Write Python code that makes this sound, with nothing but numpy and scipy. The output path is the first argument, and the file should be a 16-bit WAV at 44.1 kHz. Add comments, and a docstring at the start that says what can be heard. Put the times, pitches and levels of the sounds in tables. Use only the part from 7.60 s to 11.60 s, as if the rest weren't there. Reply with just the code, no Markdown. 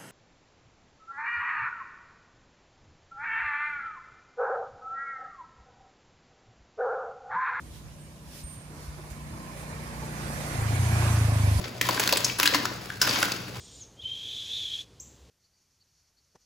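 """Cattle shed. A small single-cylinder vehicle, probably a motorcycle, drives up and passes.
Its far drone (orders of the firing rate) and tyre roar (shaped noise) swell; near the shed the
engine slows and thuds heavily, each firing ringing the exhaust. Close by, a cow swishes her tail
and a metal tether ring slides and jingles, among a few dull bumps and scuffs."""
import sys
import numpy as np
from scipy import signal
from scipy.io import wavfile
from scipy.ndimage import uniform_filter1d

SR = 44100
rng = np.random.default_rng(int(sys.argv[2]) if len(sys.argv) > 2 else 0)


def generate_wav(sig):
    """Save sig (samples, or channels by samples) to the path in sys.argv[1] as 16-bit PCM at SR."""
    pcm = np.round(np.clip(np.atleast_2d(sig).T, -1, 1) * 32767).astype(np.int16)
    wavfile.write(sys.argv[1], SR, pcm)


N = 176400
TIME = np.arange(N) / SR

# engine speed (time [s], firing rate [Hz])
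FIRING_HZ = [(0, 30.4), (.7, 30.5), (1.2, 30), (2.4, 30.1), (2.85, 29.6), (3.0, 27.4), (3.11, 26.4),
             (3.16, 34), (3.24, 29.1), (3.48, 28.4), (3.65, 27), (3.8, 26), (4, 25.4)]
# far drone (order [x firing rate], level [dB])
DRONE_ORDERS = [(2, 2), (3, -6), (4, 0), (6, -3), (7, -5), (8, -6), (9, -15), (10, -10), (11, -11),
                (12, -15)]
# far drone (time [s], level [dB])
DRONE_DB = [(0, -48.5), (.5, -52), (1.4, -51), (1.72, -42), (2.1, -44), (2.4, -40.5), (2.9, -41),
            (3.1, -51), (3.4, -65), (4, -72)]
# hum of the order the silencer reinforces (time [s], level [dB])
HUM_DB = [(0, -62), (.3, -55), (1.05, -52), (1.3, -47), (1.75, -47), (1.88, -54), (2.05, -45.5), (2.3, -47),
          (2.5, -43.5), (2.9, -41), (3.15, -50), (3.4, -65)]
# one close firing (frequency [Hz], gain [dB])
THUD_COLOUR = [(15, -24), (28, -27), (55, -24.5), (82, -0.5), (106, 6), (120, 2), (140, -8), (170, -18.5),
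               (200, -17.5), (235, -17), (290, -28.5), (325, -30), (400, -36), (600, -60), (2000, -48)]
# close exhaust (time [s], level [dB])
THUD_DB = [(0, -54.5), (2.3, -55.5), (2.5, -54), (2.93, -37), (2.99, -27.5), (3.15, -25.5), (3.32, -23),
           (3.47, -24.5), (3.55, -22), (3.76, -22.5), (3.85, -20), (4, -24.5)]
# exhaust ring, sinking as the vehicle slows and passes (time [s], pitch [ratio])
THUD_BEND = [(2.85, 1.2), (3.0, 1.04), (3.15, 1.023), (3.5, 1), (3.75, 1.02), (4, 0.85)]
# upper exhaust tones and gear whine (order [x firing rate], peak level re roar [dB])
WHINE_ORDERS = [(7, -6), (8, -11), (12, -8), (21.1, -14), (25.7, -10)]
# vehicle rumble (frequency [Hz], density [dB])
RUMBLE_COLOUR = [(15, -46), (28, -28), (45, -9), (68, -1), (100, -6.5), (130, -8), (180, -15), (280, -24),
                 (500, -30), (2000, -56)]
# vehicle rumble (time [s], level [dB])
RUMBLE_DB = [(0, -48.5), (.6, -52.5), (1.2, -50.5), (1.7, -48), (2.15, -49.5), (2.45, -46), (2.8, -45),
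             (3.4, -48), (3.88, -44), (4, -33)]
# hollow engine growl (frequency [Hz], density [dB])
GROWL_COLOUR = [(200, -14), (380, -7), (540, 2), (650, -5), (900, -12.5), (3000, -48)]
# sinking growl (time [s], level [dB], pitch [ratio])
GROWL_DB_BEND = [(0, -62.5, 1.1), (1.5, -65.5, 1.01), (2.1, -51, 1.08), (2.6, -49.5, 1.035), (2.9, -47, 1),
                 (3.15, -55, 0.83), (3.4, -50.5, .7), (4, -52.5, 0.59)]
# tyre tread ring (frequency [Hz], density [dB])
TREAD_COLOUR = [(500, -40), (880, -12), (1000, 0), (1060, -1), (1180, -14), (2000, -40)]
# tyre tread ring (time [s], level [dB])
TREAD_DB = [(0, -72), (.8, -66.5), (1.15, -65.5), (1.9, -54.5), (2.6, -61), (3.3, -53), (4, -51.5)]
# tyre and engine roar (frequency [Hz], density [dB])
ROAR_COLOUR = [(100, -12), (200, 3.5), (320, -1.5), (390, -3.5), (580, -0.5), (690, 0), (860, 0),
               (990, -1.5), (1130, -1), (1350, -4.5), (1720, -3), (2050, -5.5), (2380, -4.5), (2900, -14),
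               (5000, -56), (16000, -56)]
# tyre and engine hiss (frequency [Hz], density [dB])
HISS_COLOUR = [(1000, -12), (2700, -1.5), (4000, 2), (5200, 1), (6600, 0), (7700, -3), (9800, -1),
               (12000, -7.5), (13500, -9.5), (15500, -17)]
# pass-by (time [s], roar [dB], hiss [dB])
ROAR_HISS_DB = [(0, -66, -60.5), (.8, -63.5, -65.5), (1.2, -55, -58), (1.6, -53, -57.5),
                (2.0, -48.5, -54.5), (2.5, -44.5, -50), (2.85, -40.5, -44), (3.02, -38, -44.5),
                (3.25, -37.5, -42), (3.42, -33.5, -40), (3.54, -36, -39.5), (3.68, -39, -43),
                (3.85, -39, -43), (4, -42, -42)]
# still air (frequency [Hz], density [dB])
YARD_COLOUR = [(120, -39), (250, -3.5), (330, -10.5), (400, -9), (520, -9.5), (1000, -13), (1400, -13.5),
               (4000, -18.5), (9500, -20.5), (15500, -29)]
# dull bumps (time [s], pitch [Hz], level [dB])
BUMP_HITS = [(0.101, 62.4, -41), (0.834, 61.17, -33), (0.967, 116, -37.5), (1.276, 64, -33),
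             (1.508, 70, -34), (1.722, 116, -37), (2.125, 90, -35), (3.971, 56, -30)]
# tail swishes (peak time [s], rise [s], fall [s], level [dB], spectral peak [Hz])
TAIL_STROKES = [(.16, 0.035, .03, -56, 3480), (.795, 0.074, 0.03, -49, 5240),
                (.93, 0.059, 0.028, -55, 10000), (1.25, 0.057, 0.035, -55.5, 5000),
                (1.505, 0.0037, 0.023, -51.5, 7000), (2.01, 0.048, .03, -53, 7960)]
# common to all swishes (frequency [Hz], density [dB])
TAIL_COLOUR = [(500, 1), (1800, 1.5), (3300, 4.5), (5500, 2.5), (8000, 1), (10000, 5), (13000, -2),
               (15500, -2)]
# ring sliding on its fastening (peak time [s], rise [s], fall [s], level [dB])
RING_SLIDES = [(.42, .03, .055, -61.5), (.89, .035, .06, -54.5), (1.01, .04, .06, -61.5)]
# thin rasp of a slide (frequency [Hz], density [dB])
RASP_COLOUR = [(7000, -40), (8300, -14), (8700, 0), (9100, -2), (9400, -16), (11000, -40)]
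# knocks on the ring (time [s], level before panning [dB])
RING_CLINKS = [(0.835, -47.5), (.866, -44.5), (0.928, -46.5)]
# ring modes (frequency [Hz], gain [dB], T60 [s])
RING_MODES = [(8732, 0, .52), (9017, -10, .42), (9063, -7, .35)]
# dull scuffs (peak time [s], rise [s], fall [s], level [dB])
SCUFF_STROKES = [(1.12, 0.018, 0.04, -51), (1.21, 0.028, 0.052, -52.5), (1.385, 0.0095, 0.014, -48.5),
                 (1.46, 0.021, 0.017, -51.5), (1.75, 0.024, 0.023, -49)]
# dull scuffs (frequency [Hz], density [dB])
SCUFF_COLOUR = [(150, -29), (330, 5.5), (600, 0), (1050, -0.5), (1500, -11), (3000, -34), (9000, -31)]
# likeness of the two channels (frequency [Hz], coherence [0..1])
COHERENCE = [(30, 0.41), (55, 0.32), (120, 0.85), (250, 1), (500, 0.86), (1000, 0.63), (2000, 0.12),
             (4000, 0.048), (12000, 0.044)]
# stereo balance at lean = 1 (frequency [Hz], left minus right [dB])
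LEAN_DB = [(60, 1), (110, -6), (200, 4), (380, -2.5), (700, 0), (1290, -4.5), (2380, -6), (4400, -1.5),
           (8120, -11), (15000, -10.5)]


def amp(db):
    """Decibels to gain."""
    return 10 ** (np.asarray(db) / 20)


def unit(x):
    """Scale to rms 1."""
    return x / np.sqrt(np.mean(x ** 2) + 1e-20)


def curve(rows, column=1):
    """Time table at every sample."""
    rows = np.array(rows)
    return np.interp(TIME, rows[:, 0], rows[:, column])


def spectrum(rows, hz):
    """Table read on a log-frequency axis."""
    f, value = np.transpose(rows)
    return np.interp(np.log(hz + 1), np.log(f + 1), value)


def drift(span_10ms):
    """Smooth random curve, rms 1."""
    steps = rng.standard_normal(N // 441 + 1)
    steps = uniform_filter1d(uniform_filter1d(steps, span_10ms), span_10ms)
    return np.interp(np.arange(N) / 441, np.arange(len(steps)), unit(steps))


def bursts(rows):
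    """Envelope of Gaussian bursts, each with its own rise and fall."""
    return sum(amp(db) * np.exp(-.5 * ((TIME - at_s) / np.where(TIME < at_s, rise_s, fall_s)) ** 2)
               for at_s, rise_s, fall_s, db in rows)


def glide(sound, ratio):
    """Bend stereo noise by a varying pitch ratio."""
    return np.array([np.interp(np.cumsum(ratio) % N, np.arange(N), side) for side in sound])


def ring_of(colour, size=8192):
    """Minimum-phase impulse response of a colour."""
    log_gain = np.log(amp(spectrum(colour, abs(np.fft.fftfreq(size, 1 / SR)))))
    return np.fft.ifft(np.exp(np.conj(signal.hilbert(log_gain)))).real[:size // 2]


def left_lead_s(t, closest_s=3.58, crossing_s=.2, max_s=.00028):
    """Lead of the left channel as the vehicle crosses left to right."""
    return -max_s * np.tanh((t - closest_s) / crossing_s)


def noise(colour, patchy_db, lean=1, ripple_db=0, moving=True, size=1024):
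    """Partly coherent stereo noise, mid rms 1, with drifting patches and slow reflection ripple."""
    hop = size // 4
    frames, hz = N // hop + 5, np.fft.rfftfreq(size, 1 / SR)
    a, b, c, d, patches, ripple = rng.standard_normal((6, frames, len(hz)))
    ripple = unit(uniform_filter1d(ripple, size=60, axis=0, mode="wrap"))
    patches = unit(uniform_filter1d(uniform_filter1d(patches, size=7, axis=0), size=9, axis=1))
    coherence = np.clip(spectrum(COHERENCE, hz), 0, 1)
    left = a + 1j * b
    right = coherence * left + np.sqrt(1 - coherence ** 2) * (c + 1j * d)
    if moving:
        frame_s = np.arange(frames)[:, None] * hop / SR
        right *= np.exp(-2j * np.pi * hz * left_lead_s(frame_s))
    pan = amp(lean * spectrum(LEAN_DB, hz) / 2)
    gain = amp(spectrum(colour, hz) + patchy_db * patches + ripple_db * ripple)
    bins = np.array([left * pan, right / pan]) * gain
    out = signal.istft(bins.swapaxes(1, 2), nperseg=size, noverlap=size - hop)[1][:, :N]
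    return out / np.std(out.mean(0))


def firing_count(anchor_s=3.572):
    """Engine phase in firings; zero at the anchor."""
    count = np.cumsum(curve(FIRING_HZ)) / SR
    return count - np.interp(anchor_s, TIME, count)


def order_tone(order, level_db):
    """Sine locked to a multiple of the firing rate."""
    return amp(level_db) * np.sin(2 * np.pi * (order * firing_count() + rng.random()))


def exhaust_thuds(uneven_db=.9, jitter_s=.0003, rise_s=.0022, low_cut_hz=28):
    """One slightly uneven pressure pulse per firing rings the exhaust at its current pitch."""
    starts = np.flatnonzero(np.diff(np.floor(firing_count())))
    ring, pitch, out = ring_of(THUD_COLOUR), curve(THUD_BEND), np.zeros(N)
    steps = np.arange(len(ring))
    ring *= 1 - np.exp(-(steps / SR / rise_s) ** 2)
    for start, (late, strength) in zip(starts, rng.standard_normal((N // 500, 2))):
        onset = max(start + int(late * jitter_s * SR), 0)
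        part = out[onset:onset + len(ring)]
        pulse = np.interp(steps[:len(part)] * pitch[start], steps, ring, right=0)
        part += amp(uneven_db * strength) * pulse
    low_cut = signal.butter(2, low_cut_hz, "highpass", fs=SR, output="sos")
    return unit(signal.sosfilt(low_cut, out))


def engine(drone_fade_db=2.6, hum_order=5, hum_fade_db=1.3, whine_at_s=3.44, whine_span_s=.3):
    """Far drone and silencer hum give way to close exhaust thuds and faint gear whine."""
    drone = unit(sum(order_tone(order, db + drone_fade_db * drift(14)) for order, db in DRONE_ORDERS))
    hum = np.sqrt(2) * order_tone(hum_order, hum_fade_db * drift(6))
    out = amp(curve(DRONE_DB)) * drone + amp(curve(HUM_DB)) * hum
    out += amp(curve(THUD_DB)) * exhaust_thuds()
    whine_gain = amp(curve(ROAR_HISS_DB)) / (1 + ((TIME - whine_at_s) / whine_span_s) ** 2)
    for order, db in WHINE_ORDERS:
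        wobble_rad = 1.6 * drift(4)
        out += whine_gain * amp(db) * np.sin(2 * np.pi * order * firing_count() + wobble_rad)
    right = np.interp(TIME - left_lead_s(TIME), TIME, out)
    return np.array([out, right])


def road_noise(throb_db=1.0):
    """Vehicle rumble, growl, tread ring, roar and hiss; the roar throbs with the firings."""
    rumble = amp(curve(RUMBLE_DB)) * noise(RUMBLE_COLOUR, patchy_db=-1.5, lean=.95, size=4096)
    hollow = noise(GROWL_COLOUR, patchy_db=1, ripple_db=2, size=2048)
    growl = amp(curve(GROWL_DB_BEND)) * glide(hollow, curve(GROWL_DB_BEND, column=2))
    tread = amp(curve(TREAD_DB)) * noise(TREAD_COLOUR, patchy_db=2, size=2048)
    throb = amp(throb_db * np.cos(2 * np.pi * firing_count()))
    roar = amp(curve(ROAR_HISS_DB)) * throb * noise(ROAR_COLOUR, patchy_db=1.6, ripple_db=2)
    hiss = amp(curve(ROAR_HISS_DB, column=2)) * noise(HISS_COLOUR, patchy_db=1.8, ripple_db=2.2)
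    return rumble + growl + tread + roar + hiss


def yard_air(level_db=-58.5):
    """Faint noise of still air."""
    return amp(level_db) * noise(YARD_COLOUR, patchy_db=2.5, lean=.14, moving=False)


def bumps(rise_s=.013):
    """Soft, low knocks of a few cycles each."""
    out = np.zeros(N)
    for at_s, hz, db in BUMP_HITS:
        age_s = np.maximum(TIME - at_s, 0)
        envelope = (age_s / rise_s * np.exp(1 - age_s / rise_s)) ** 2
        out += amp(db) * envelope * np.sin(2 * np.pi * hz * age_s)
    return out


def tail_swishes(peak_db=5.5, width_oct=.21):
    """Hair brushes through air and over hide; each stroke has its own spectral peak."""
    hz, out = np.geomspace(300, 16000, 40), np.zeros((2, N))
    for *stroke, peak_hz in TAIL_STROKES:
        peak = np.exp(-.5 * (np.log2(hz / peak_hz) / width_oct) ** 2)
        colour = np.c_[hz, spectrum(TAIL_COLOUR, hz) + peak_db * peak]
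        out += bursts([stroke]) * noise(colour, patchy_db=1.5, lean=.5, moving=False)
    return out


def tether_ring(flutter_db=3, attack_s=.0013, left_db=-8, right_db=3):
    """A small metal ring slides and is knocked; its modes flutter as it swings."""
    clinks = np.zeros(N)
    for hz, mode_db, t60_s in RING_MODES:
        flutter = amp(flutter_db * drift(2))
        for at_s, db in RING_CLINKS:
            age_s = np.maximum(TIME - at_s, 0)
            envelope = np.minimum(age_s / attack_s, 1) * amp(db + mode_db - 60 * age_s / t60_s)
            clinks += flutter * envelope * np.sin(2 * np.pi * (hz * age_s + rng.random()))
    rasp = bursts(RING_SLIDES) * noise(RASP_COLOUR, patchy_db=2, moving=False)
    return clinks * amp([[left_db], [right_db]]) + rasp


def scuffs():
    """Dull scrapes, probably hooves shifting on concrete."""
    return bursts(SCUFF_STROKES) * noise(SCUFF_COLOUR, patchy_db=2.5, lean=.8, moving=False)


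def scene():
    """Yard, vehicle and cow, in stereo."""
    return yard_air() + engine() + road_noise() + tail_swishes() + scuffs() + tether_ring() + bumps()


def record(dry):
    """Low-pass at 15.5 kHz."""
    low_pass = signal.firwin(511, 15500, window=("kaiser", 9), fs=SR)
    return signal.oaconvolve(dry, low_pass[None], "same")


dry = scene()
out = record(dry)
generate_wav(out)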